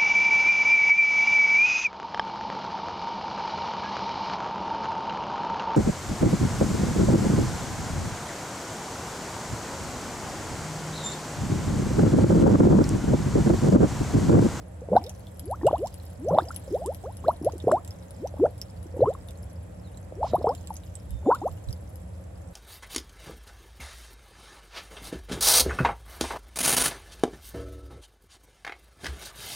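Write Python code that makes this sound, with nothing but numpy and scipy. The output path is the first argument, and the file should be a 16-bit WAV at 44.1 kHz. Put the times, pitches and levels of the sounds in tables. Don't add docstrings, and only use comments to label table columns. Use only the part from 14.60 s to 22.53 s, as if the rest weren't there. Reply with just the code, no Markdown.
import sys
import numpy as np
from scipy import signal
from scipy.fft import rfft, irfft, next_fast_len
from scipy.io import wavfile
from scipy.ndimage import uniform_filter1d, map_coordinates

SR = 44100
rng = np.random.default_rng(int(sys.argv[2]) if len(sys.argv) > 2 else 0)


def write(x):
    x = np.atleast_2d(x).T
    wavfile.write(sys.argv[1], SR, np.round(np.clip(x, -1, 1) * 32767).astype(np.int16))


N = 349713



def amp(db):
    return 10 ** (np.asarray(db) / 20)


def unit(x):
    return x / np.sqrt(np.mean(x ** 2) + 1e-20)


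def along(points, hz):
    f, v = np.transpose(points)
    return np.interp(np.log(hz + 1), np.log(f + 1), v)


def wobble(rate):
    knots = rng.standard_normal(int(N * rate / SR) + 4)
    return map_coordinates(knots, [np.arange(N) * rate / SR])


def tone(hz):
    return np.sin(2 * np.pi * np.cumsum(hz) / SR)


def filtered(x, response):
    m = next_fast_len(N + SR // 2)
    return irfft(rfft(x, m) * response(np.fft.rfftfreq(m, 1 / SR)), m)[..., :N]


def causal(gain):
    cepstrum = irfft(np.log(np.maximum(gain, 1e-6)))
    half = len(cepstrum) // 2
    fold = np.r_[1, np.full(half - 1, 2), 1, np.zeros(half - 1)]
    return np.exp(rfft(cepstrum * fold))


def coloured(x, points):
    return filtered(x, lambda hz: causal(amp(along(points, hz))))


def noise(spectrum, alike):
    turn = np.arccos(np.clip(alike, -1, 1)) / 2
    shaped = filtered(rng.standard_normal((2, N)), lambda hz: amp(along(spectrum, hz)))
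    mid, side = shaped * [[np.cos(turn)], [np.sin(turn)]]
    return unit(np.array([mid + side, mid - side]))


def add(track, s, sound):
    part = track[..., max(round(s * SR), 0):][..., :sound.shape[-1]]
    part += sound[..., :part.shape[-1]]


# f/Hz, level/dB
RUMBLE_SPECTRUM = [(22, -37.5), (35, -17.5), (52, -1), (75, 6.5), (108, 2.5), (132, -9), (182, -4.5),
                   (220, -15.5), (320, -15.5), (600, -86)]
AIR_SPECTRUM = [(140, -46.5), (230, -2), (296, -3.5), (390, -4), (427, -3.5), (518, 3.5), (562, 2.5),
                (674, -2.5), (1200, -14.5), (1860, -17), (2600, -23.5), (3380, -51.5), (5720, -120)]
HISS_SPECTRUM = [(1200, -38), (2500, -6), (4500, -7.5), (7000, -10), (10000, -10.5), (14000, -32.5),
                 (15000, -47.5)]


def outdoors(rumble_db=-45, air_db=-54, hiss_db=-68):
    air_drift_db = .6 * wobble(2)
    rumble = amp(rumble_db + wobble(2.878)) * noise(RUMBLE_SPECTRUM, 0.973)
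    air = amp(air_db + air_drift_db) * noise(AIR_SPECTRUM, 0.11)
    hiss = amp(hiss_db) * noise(HISS_SPECTRUM, .08)
    return rumble + air + hiss


# centre f/Hz, central level/dB rms, scale of the pitch waver f/Hz
HUM_LINES = [(61.43, -59, 0.717), (84.22, -48.5, 0.87), (102.23, -56.5, 1.2), (119, -63, 0.93),
             (178.66, -57.5, 3.213)]


def hum():
    lines = [amp(db + .8 * wobble(3.2)) * tone(hz + waver * wobble(5)) for hz, db, waver in HUM_LINES]
    return np.sqrt(2) * sum(lines)


# t/s, length/s, start f/Hz, end f/Hz, rasp as a share of the pitch, peak level/dB
BIRD_CALLS = [(5.225, 0.068, 4527, 3553, 0.0316, -64), (5.616, 0.1123, 3385, 5070, 0.34, -54),
              (5.658, 0.131, 3983, 3745, 0.041, -58.5), (5.953, 0.048, 7100, 6800, 0.0049, -62.5),
              (6.45, 0.28, 3690, 3487, 0.011, -68), (6.604, 0.24, 7146, 6970, .005, -69),
              (6.652, 0.19, 3692, 3648, .012, -67.5)]


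def birds():
    out = np.zeros(N)
    for s, length, start_hz, end_hz, rasp, db in BIRD_CALLS:
        n = int(length * SR)
        pitch = np.geomspace(start_hz, end_hz, n) * (1 + rasp * wobble(1500)[:n])
        add(out, s, amp(db) * signal.windows.tukey(n) * tone(pitch))
    wavering = amp(3.5 * wobble(35) - 3)
    return out * wavering * amp([[-4], [0]])


# f/Hz, time to fall 60 dB t/s
YARD_DECAY = [(200, 0.255), (1000, 0.2346), (4000, 0.052), (12000, 0.058)]


def yard(x):
    hz, t, z = signal.stft(rng.standard_normal((2, SR // 2)), SR, nperseg=256)
    decay = amp(-60 * t / along(YARD_DECAY, hz)[:, None])
    tail = signal.istft(z * decay, SR, nperseg=256)[1]
    tail = tail + np.mean(tail, axis=0)
    return signal.fftconvolve(x, tail / np.linalg.norm(tail[0]), axes=1)[:, :N]


# centre t/s, length between the 1/e points/s, level/dB
BREEZE_PUFFS = [(6.538, 0.085, -33.5), (6.923, 0.044, -37.5), (7.095, 0.0268, -22)]
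# f/Hz, level/dB
BUFFET_SPECTRUM = [(24, -37.5), (45, -2), (62, 1), (110, -6.5), (200, -25), (500, -61.5)]


def breeze():
    t = np.arange(N) / SR
    level = sum(amp(db) * np.exp(-(2 * (t - s) / length) ** 2) for s, length, db in BREEZE_PUFFS)
    return level * noise(BUFFET_SPECTRUM, 0.13) * amp([[-8], [2]])


# t/s, heave f/Hz, heave level/dB, fresh foam level/dB
SURGES = [(.331, 194.7, -23.5, -57), (1.07, 136.3, -31.5, -56), (1.725, 164.9, -24.5, -54),
          (2.68, 119.6, -40, -61), (3.07, 121, -29.5, -60), (3.83, 146.8, -39, -62),
          (4.435, 123.4, -23, -61), (5.76, 138.3, -38, -57), (6.70, 151, -46, -59)]


def foam(rise_s=0.078, fade_db_per_s=11, old_foam_db=-70):
    power = np.full(N, amp(old_foam_db) ** 2)
    for s, _, _, db in SURGES:
        age = np.maximum(np.arange(N) / SR - s, 0)
        patch = amp(db - fade_db_per_s * age) * (1 - np.exp(-age / rise_s))
        power += patch ** 2
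    return np.sqrt(power)


def tiny_bubble(hz, t60, snap, glide):
    t = np.arange(SR // 25) / SR
    phase = 2 * np.pi * hz * (t + glide * t * np.minimum(t / t60, 1))
    port_phase = np.array([[0], [rng.normal(-1.35, 1)]])
    ring = np.sin(phase + port_phase) * amp(-60 * t / t60) * (1 - np.exp(-t / 8e-5))
    crack = rng.standard_normal((2, len(t))) * amp(-60 * t / .005)
    return ring + snap * crack


def fizz(gain_db=-5.0, spread_db=4.5, mist_db=-7, ring_cycles=38, count=2000):
    level = foam()
    times = np.searchsorted(np.cumsum(level) / level.sum(), rng.random(count)) / SR
    pitches = np.clip(7400 * np.exp(0.372 * rng.standard_normal(count)), 2900, 13500)
    sizes = amp(spread_db * np.minimum(rng.exponential(size=count), 3.5))
    out = np.zeros((2, N))
    for start, hz, size in zip(times, pitches, sizes):
        add(out, start, size * tiny_bubble(hz, ring_cycles / hz, snap=0.3, glide=0.05))
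    ticks = amp(gain_db) * np.sqrt(np.mean(level ** 2)) * unit(out * np.sqrt(level))
    # f/Hz, level/dB
    mist_spectrum = [(1500, -24.5), (3200, 15), (5500, 7.5), (8000, -22.0), (11000, -9.0), (15000, 11.5)]
    mist = amp(mist_db + 2.1 * wobble(25)) * level * noise(mist_spectrum, 0.18)
    return ticks + mist


# t/s, ring level/dB, ring f/Hz, film snap against the ring level/dB
LOUD_POPS = [(0.3648, -34, 3910, -7), (0.4402, -42, 5110, 4.5), (0.4652, -42, 3654, 2),
             (0.4947, -35, 5786, 2), (0.6695, -46, 3436, -3.5), (0.7953, -33.5, 11140, -1.5),
             (0.8566, -40.5, 10760, -6.5), (0.9116, -38.5, 10700, -5.5), (1.0675, -35, 2815, -11),
             (1.0674, -31, 7910, -3), (1.074, -39.5, 7670, 1.5), (1.2605, -42.5, 5500, -1.5),
             (1.272, -38.5, 7340, 4), (1.3419, -41.5, 10190, 1.5), (1.3838, -41.5, 13500, -14),
             (1.6855, -39.5, 6050, -1.5), (1.7859, -30, 3580, -15), (1.8852, -40, 5007, -15),
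             (1.9449, -38.5, 7880, -1.5), (1.9622, -27, 10610, -3), (2.2612, -23.5, 8670, -11.5),
             (2.3472, -38, 11330, -0.5), (2.5697, -41.5, 10720, -2), (2.6808, -39.5, 4011, -2.5),
             (2.8469, -35.5, 10890, -2.5), (2.9219, -40.5, 6550, -3), (2.981, -41, 8200, 0),
             (3.0016, -40.5, 3580, -10), (3.1168, -32, 7700, -3.5), (3.2484, -40, 7680, 0.5),
             (3.2772, -39, 7410, 1.5), (3.3077, -41.5, 5216, -3.5), (3.5078, -39.5, 10110, -3),
             (3.6735, -40, 5860, -2), (3.9792, -43, 10000, -6), (4.0154, -27.5, 5370, -6),
             (4.2292, -43.5, 10380, -4.5), (4.6862, -44.5, 3550, 1.5), (4.7084, -41, 8230, -1.5),
             (5.3732, -40.5, 7420, -8), (5.7549, -39, 11000, -6.5), (5.891, -42.5, 5140, -1),
             (5.9504, -42.5, 7440, 4.5), (6.0728, -34.5, 7530, -3), (6.1402, -35.5, 11250, -8),
             (6.1564, -43, 5800, -10.5), (6.1669, -33.5, 6445, -6.5), (6.354, -30.5, 7850, -9.5),
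             (6.5067, -41.5, 11100, -3), (6.7485, -36, 7290, 1.5), (6.9145, -55, 7310, 4.5),
             (7.0872, -44.5, 3880, -4.5), (7.108, -46.5, 5640, -4.5), (7.1277, -40.5, 4910, 0.5),
             (7.3574, -40, 11400, -7)]


def pops(gain_db=2.0, ring_cycles=60):
    out = np.zeros((2, N))
    for s, db, hz, snap_db in LOUD_POPS:
        add(out, s, amp(db + gain_db) * tiny_bubble(hz, ring_cycles / hz, amp(snap_db), glide=0.0584))
    return coloured(out, [(800, -23), (2800, 0.0), (5500, 4), (8000, -3), (11000, -4), (15000, -2)])


def spray(over_foam_db=11, delay_s=.02, scatter_s=0.051, pitch_hz=3900, ring_s=0.0065, count=6):
    out = np.zeros((2, N))
    for s, _, _, foam_db in SURGES:
        for wait, pitch, size in rng.standard_normal((count, 3)):
            ping = tiny_bubble(pitch_hz * np.exp(.22 * pitch), ring_s, snap=.15, glide=.06)
            level = amp(foam_db + over_foam_db + 3 * size)
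            add(out, s + delay_s + scatter_s * abs(wait), level * ping)
    return out


def heaves(half_s=0.01829):
    t = np.arange(int(6 * half_s * SR)) / SR - 3 * half_s
    out = np.zeros(N)
    for s, hz, db, _ in SURGES:
        add(out, s + t[0], amp(db) * np.exp(-(t / half_s) ** 2) * tone(hz * np.exp(7 * t)))
    return out


def gulp(swell, peak_hz, climb, rest=.27, attack=0.00207, swell_db_per_octave=15,
         fade_db_per_octave=22, fade_bend=1.3, closes_at=0.6385, closing=0.305):
    t = np.arange(int((swell + 1.1 / climb) * SR)) / SR
    octave = np.log2(rest + (1 - rest) * 2 ** (climb * (t - swell) / (1 - rest)))
    swell_db = -swell_db_per_octave * np.maximum(-octave, 0)
    fade_db = -fade_db_per_octave * np.maximum(octave, 0) ** fade_bend
    closure = np.exp(-(np.maximum(octave - closes_at, 0) / closing) ** 2)
    mouth = (1 - np.exp(-t / attack)) * closure
    return amp(swell_db + fade_db) * mouth * tone(peak_hz * 2 ** octave)


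def plop(length, start_hz, climb, attack=.0012, fade_db=19, fade_bend=1.4, climb_bend=1.2,
         closing=0.214, snap_db=-33, snap_s=.0035):
    t = np.arange(int(1.6 * length * SR)) / SR
    drained = t / length
    closure = np.exp(-(np.maximum(drained - 1, 0) / closing) ** 2)
    mouth = (1 - np.exp(-(t / attack) ** 2)) * closure
    note = tone(start_hz * 2 ** (climb * drained ** climb_bend))
    ring = mouth * amp(-fade_db * drained ** fade_bend) * note
    return ring + amp(snap_db) * np.exp(-t / snap_s) * rng.standard_normal(len(t))


# t/s, swell time/s, f/Hz at the loudest moment,
# climb at that moment/(octaves per s), peak level/dB
SLOW_CAVITIES = [(0.3635, 0.1028, 500, 15.1, -38), (0.8158, 0.1055, 765.8, 26.4, -23.5),
                 (1.029, 0.0435, 628.9, 34.7, -9.5), (1.1828, 0.0553, 575.2, 23.1, -21.5),
                 (1.5868, 0.103, 667.4, 23.8, -19.5), (1.7235, 0.0187, 610, 21.7, -16.0),
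                 (1.7837, 0.0933, 649, 23, -39), (2.1069, 0.0419, 522, 26.4, -19.5),
                 (2.1404, 0.0919, 697.6, 15.5, -30.5), (2.2547, 0.0366, 515, 20.5, -25),
                 (2.4336, 0.0409, 568.2, 19.7, -31), (2.6584, 0.031, 741.5, 31.1, -17.5),
                 (2.8265, 0.0456, 581.9, 33.2, -19), (3.5618, 0.0884, 562.1, 35.7, -24.5),
                 (3.7917, 0.0452, 494.3, 25.9, -11), (4.4147, 0.01171, 532.5, 35.9, -7.5),
                 (4.4655, 0.02, 454.9, 19.9, -19), (5.5613, 0.062, 713.5, 24.9, -25),
                 (5.8488, 0.0176, 774.7, 33.6, -19), (6.6586, 0.0326, 444, 40.7, -11),
                 (6.8123, 0.0539, 672.7, 35.8, -19.5)]
# t/s, length/s, start f/Hz, climb/octaves (negative falls), level/dB
BURST_CAVITIES = [(0.217, 0.04003, 457.5, 0.605, -36), (0.2864, 0.00549, 463, 0.22, -19.5),
                  (0.3163, 0.02057, 432.8, 0.8, -15), (0.3309, 0.0165, 517.8, 0.54, -11.5),
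                  (0.3521, 0.00859, 394.5, 1.165, -11), (0.3594, 0.005522, 658.2, 0.48, -8.5),
                  (0.3636, 0.0176, 693.5, 0.52, -3), (0.364, 0.0093, 1488, 0.028, -25.5),
                  (1.013, 0.011, 1864, -0.054, -39.5), (1.0315, 0.0039, 643, 0.98, -25),
                  (1.11, 0.0035, 480, 1.25, -11), (1.1286, 0.0353, 539, 0.973, -14.5),
                  (1.7073, 0.0244, 412.3, 1.384, -18), (1.7487, 0.0065, 619.7, -0.06, -11),
                  (1.7762, 0.0237, 548.2, 0.8, -14), (1.7852, 0.0046, 988.6, -0.74, 1.0),
                  (1.789, 0.021, 1093, 0.656, -23), (1.82, 0.0176, 330, -0.027, -30.5),
                  (1.9051, 0.0135, 1282, 0.31, -29.5), (2.0772, 0.0134, 519.7, 0.1, -30.5),
                  (2.106, 0.015, 330.9, 0.34, -28.5), (2.2184, 0.0295, 645.9, 0.31, -28),
                  (2.437, 0.031, 646.5, 1.17, -34), (2.641, 0.026, 953, 1.01, -33.5),
                  (2.683, 0.013, 690.2, -0.277, -7.0), (2.691, 0.022, 877.1, 0.424, -21),
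                  (2.8136, 0.00981, 295.3, 0.1, -23), (2.8639, 0.0201, 503, 0.67, -18.5),
                  (2.934, 0.0134, 410, 0.37, -30), (2.954, 0.014, 327.5, 0.26, -31),
                  (3.0397, 0.00956, 234, 1.59, -22), (3.0703, 0.0253, 399.5, 1.373, -12),
                  (3.0804, 0.0119, 579.1, 0.72, -8.5), (3.0899, 0.01744, 473, 0.616, -15.5),
                  (3.1129, 0.0059, 824, 1.095, -11), (3.1134, 0.04596, 361.7, -0.04, -23),
                  (3.1222, 0.0548, 574, 0.883, -11.5), (3.7396, 0.0078, 536, 0.27, -28.5),
                  (3.7973, 0.0028, 452.7, 1.255, -20), (3.8398, 0.0332, 516.1, 0.366, -12.5),
                  (3.8541, 0.0132, 1271, 0.485, -32), (4.257, 0.01399, 353.3, -0.26, -35),
                  (4.34, 0.0354, 480.3, 0.35, -32.5), (4.3699, 0.00768, 445, 0.265, -22.5),
                  (4.3921, 0.01112, 328.5, 0.44, -19), (4.4053, 0.0123, 460.2, 0.38, -16.5),
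                  (4.4567, 0.0272, 962.7, 0.47, -22), (4.55, 0.006325, 1100, 0.0052, -31),
                  (5.5225, 0.005914, 583, -0.11, -25), (5.629, 0.016, 860.2, 0.031, -17),
                  (5.6409, 0.0313, 610, 0.72, -20), (5.7343, 0.00568, 448, 0.93, -8.5),
                  (5.7429, 0.0237, 605, 0.884, -10.0), (5.781, 0.0515, 318, 1.04, -33),
                  (5.8104, 0.00953, 460, 1.33, -24), (5.8423, 0.0099, 504.8, 0.74, -10.5),
                  (5.8688, 0.0677, 425, 0.68, -20.0), (5.8689, 0.00711, 886.7, -0.015, -12.5),
                  (5.8917, 0.0342, 732.3, 0.646, -20), (6.104, 0.0194, 904.3, -0.31, -27),
                  (6.663, 0.00726, 602, -0.24, -22.5), (6.67, 0.0316, 736.5, 0.24, -23),
                  (6.7007, 0.0115, 771, 0.884, -13.5), (6.7151, 0.0096, 1203, 0.34, -17.5),
                  (6.7116, 0.0415, 867.5, 0.62, -12), (6.8156, 0.0287, 734, 0.74, -29.5)]


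def big_bubbles(gulp_db=0.3346, plop_db=0.89):
    out = np.zeros(N)
    for s, swell, hz, climb, db in SLOW_CAVITIES:
        add(out, s, amp(db + gulp_db) * gulp(swell, hz, climb))
    for s, length, hz, climb, db in BURST_CAVITIES:
        add(out, s, amp(db + plop_db) * plop(length, hz, climb))
    sway = 6e-5 * SR * wobble(130)
    tremble = amp(1.2 * wobble(230))
    return map_coordinates(out, [np.arange(N) + sway]) * tremble


def gurgle(big, plop_db=-15, churn_db=-22, plop_cycles=7, size_spread_db=3, count=380):
    power = uniform_filter1d(uniform_filter1d(big ** 2, SR // 14), SR // 25)
    stir = np.sqrt(np.abs(power))
    stir = np.roll(stir, -round(0.013 * SR))
    chance = np.abs(uniform_filter1d(stir, SR // 10)) ** .7
    times = np.minimum(np.searchsorted(np.cumsum(chance) / chance.sum(), rng.random(count)), N - 1)
    plops = np.zeros(N)
    for i, (pitch, life, size) in zip(times, np.clip(rng.standard_normal((count, 3)), -2, 2)):
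        hz = 500 * np.exp(.45 * pitch)
        length = plop_cycles / hz * np.exp(0.08 * life)
        level = amp(plop_db + size_spread_db * size) * stir[i]
        add(plops, i / SR, level * plop(length, hz, climb=0.341, snap_db=-37))
    # f/Hz, level/dB
    churn_spectrum = [(60, -14), (120, 12.0), (190, -4.0), (300, -19.5), (900, -27), (1600, -30), (3000, -26)]
    churn = stir * noise(churn_spectrum, 0.655)[0]
    return plops + amp(churn_db) * churn


def hole():
    big = big_bubbles()
    radiated = [(20, -33), (90, -0.5), (1600, -2.5), (3000, -11), (8000, -18.5)]  # f/Hz, level/dB
    water = coloured(big + heaves() + gurgle(big), radiated)
    right_lag = 4.2e-5
    late = filtered(water, lambda hz: np.exp(-2j * np.pi * hz * right_lag))
    return np.array([amp(-0.56) * water, amp(-1.4447) * late])


def scene():
    low, high, far = hole(), pops() + fizz() + spray(), birds()
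    echo = yard(amp(-26) * low + amp(-0.5) * high + amp(2.5) * far)
    return low + high + amp(2.0) * far + echo + hum() + outdoors() + breeze()


# f/Hz, level/dB
LEFT_COLOUR = [(2000, 2.5), (4500, -3), (6700, -3.5), (8300, -2), (8900, -3.5), (9600, 3.5), (10600, 14),
               (12200, 7), (15500, -7)]
RIGHT_COLOUR = [(2000, 3), (4500, -2), (6700, 4), (7700, 11), (8400, 8), (8900, -23), (9500, -3),
                (12200, 2), (15500, -12)]


def record(dry, top_hz=16000, bass_hz=30, ceiling=.96):
    ports = np.array([coloured(x, port) for x, port in zip(dry, (LEFT_COLOUR, RIGHT_COLOUR))])
    rounded = ports / (1 + np.abs(ports / ceiling) ** 12) ** (1 / 12)
    return filtered(rounded, lambda hz: (hz < top_hz) * hz ** 4 / (hz ** 4 + bass_hz ** 4))


dry = scene()
out = record(dry)
write(out)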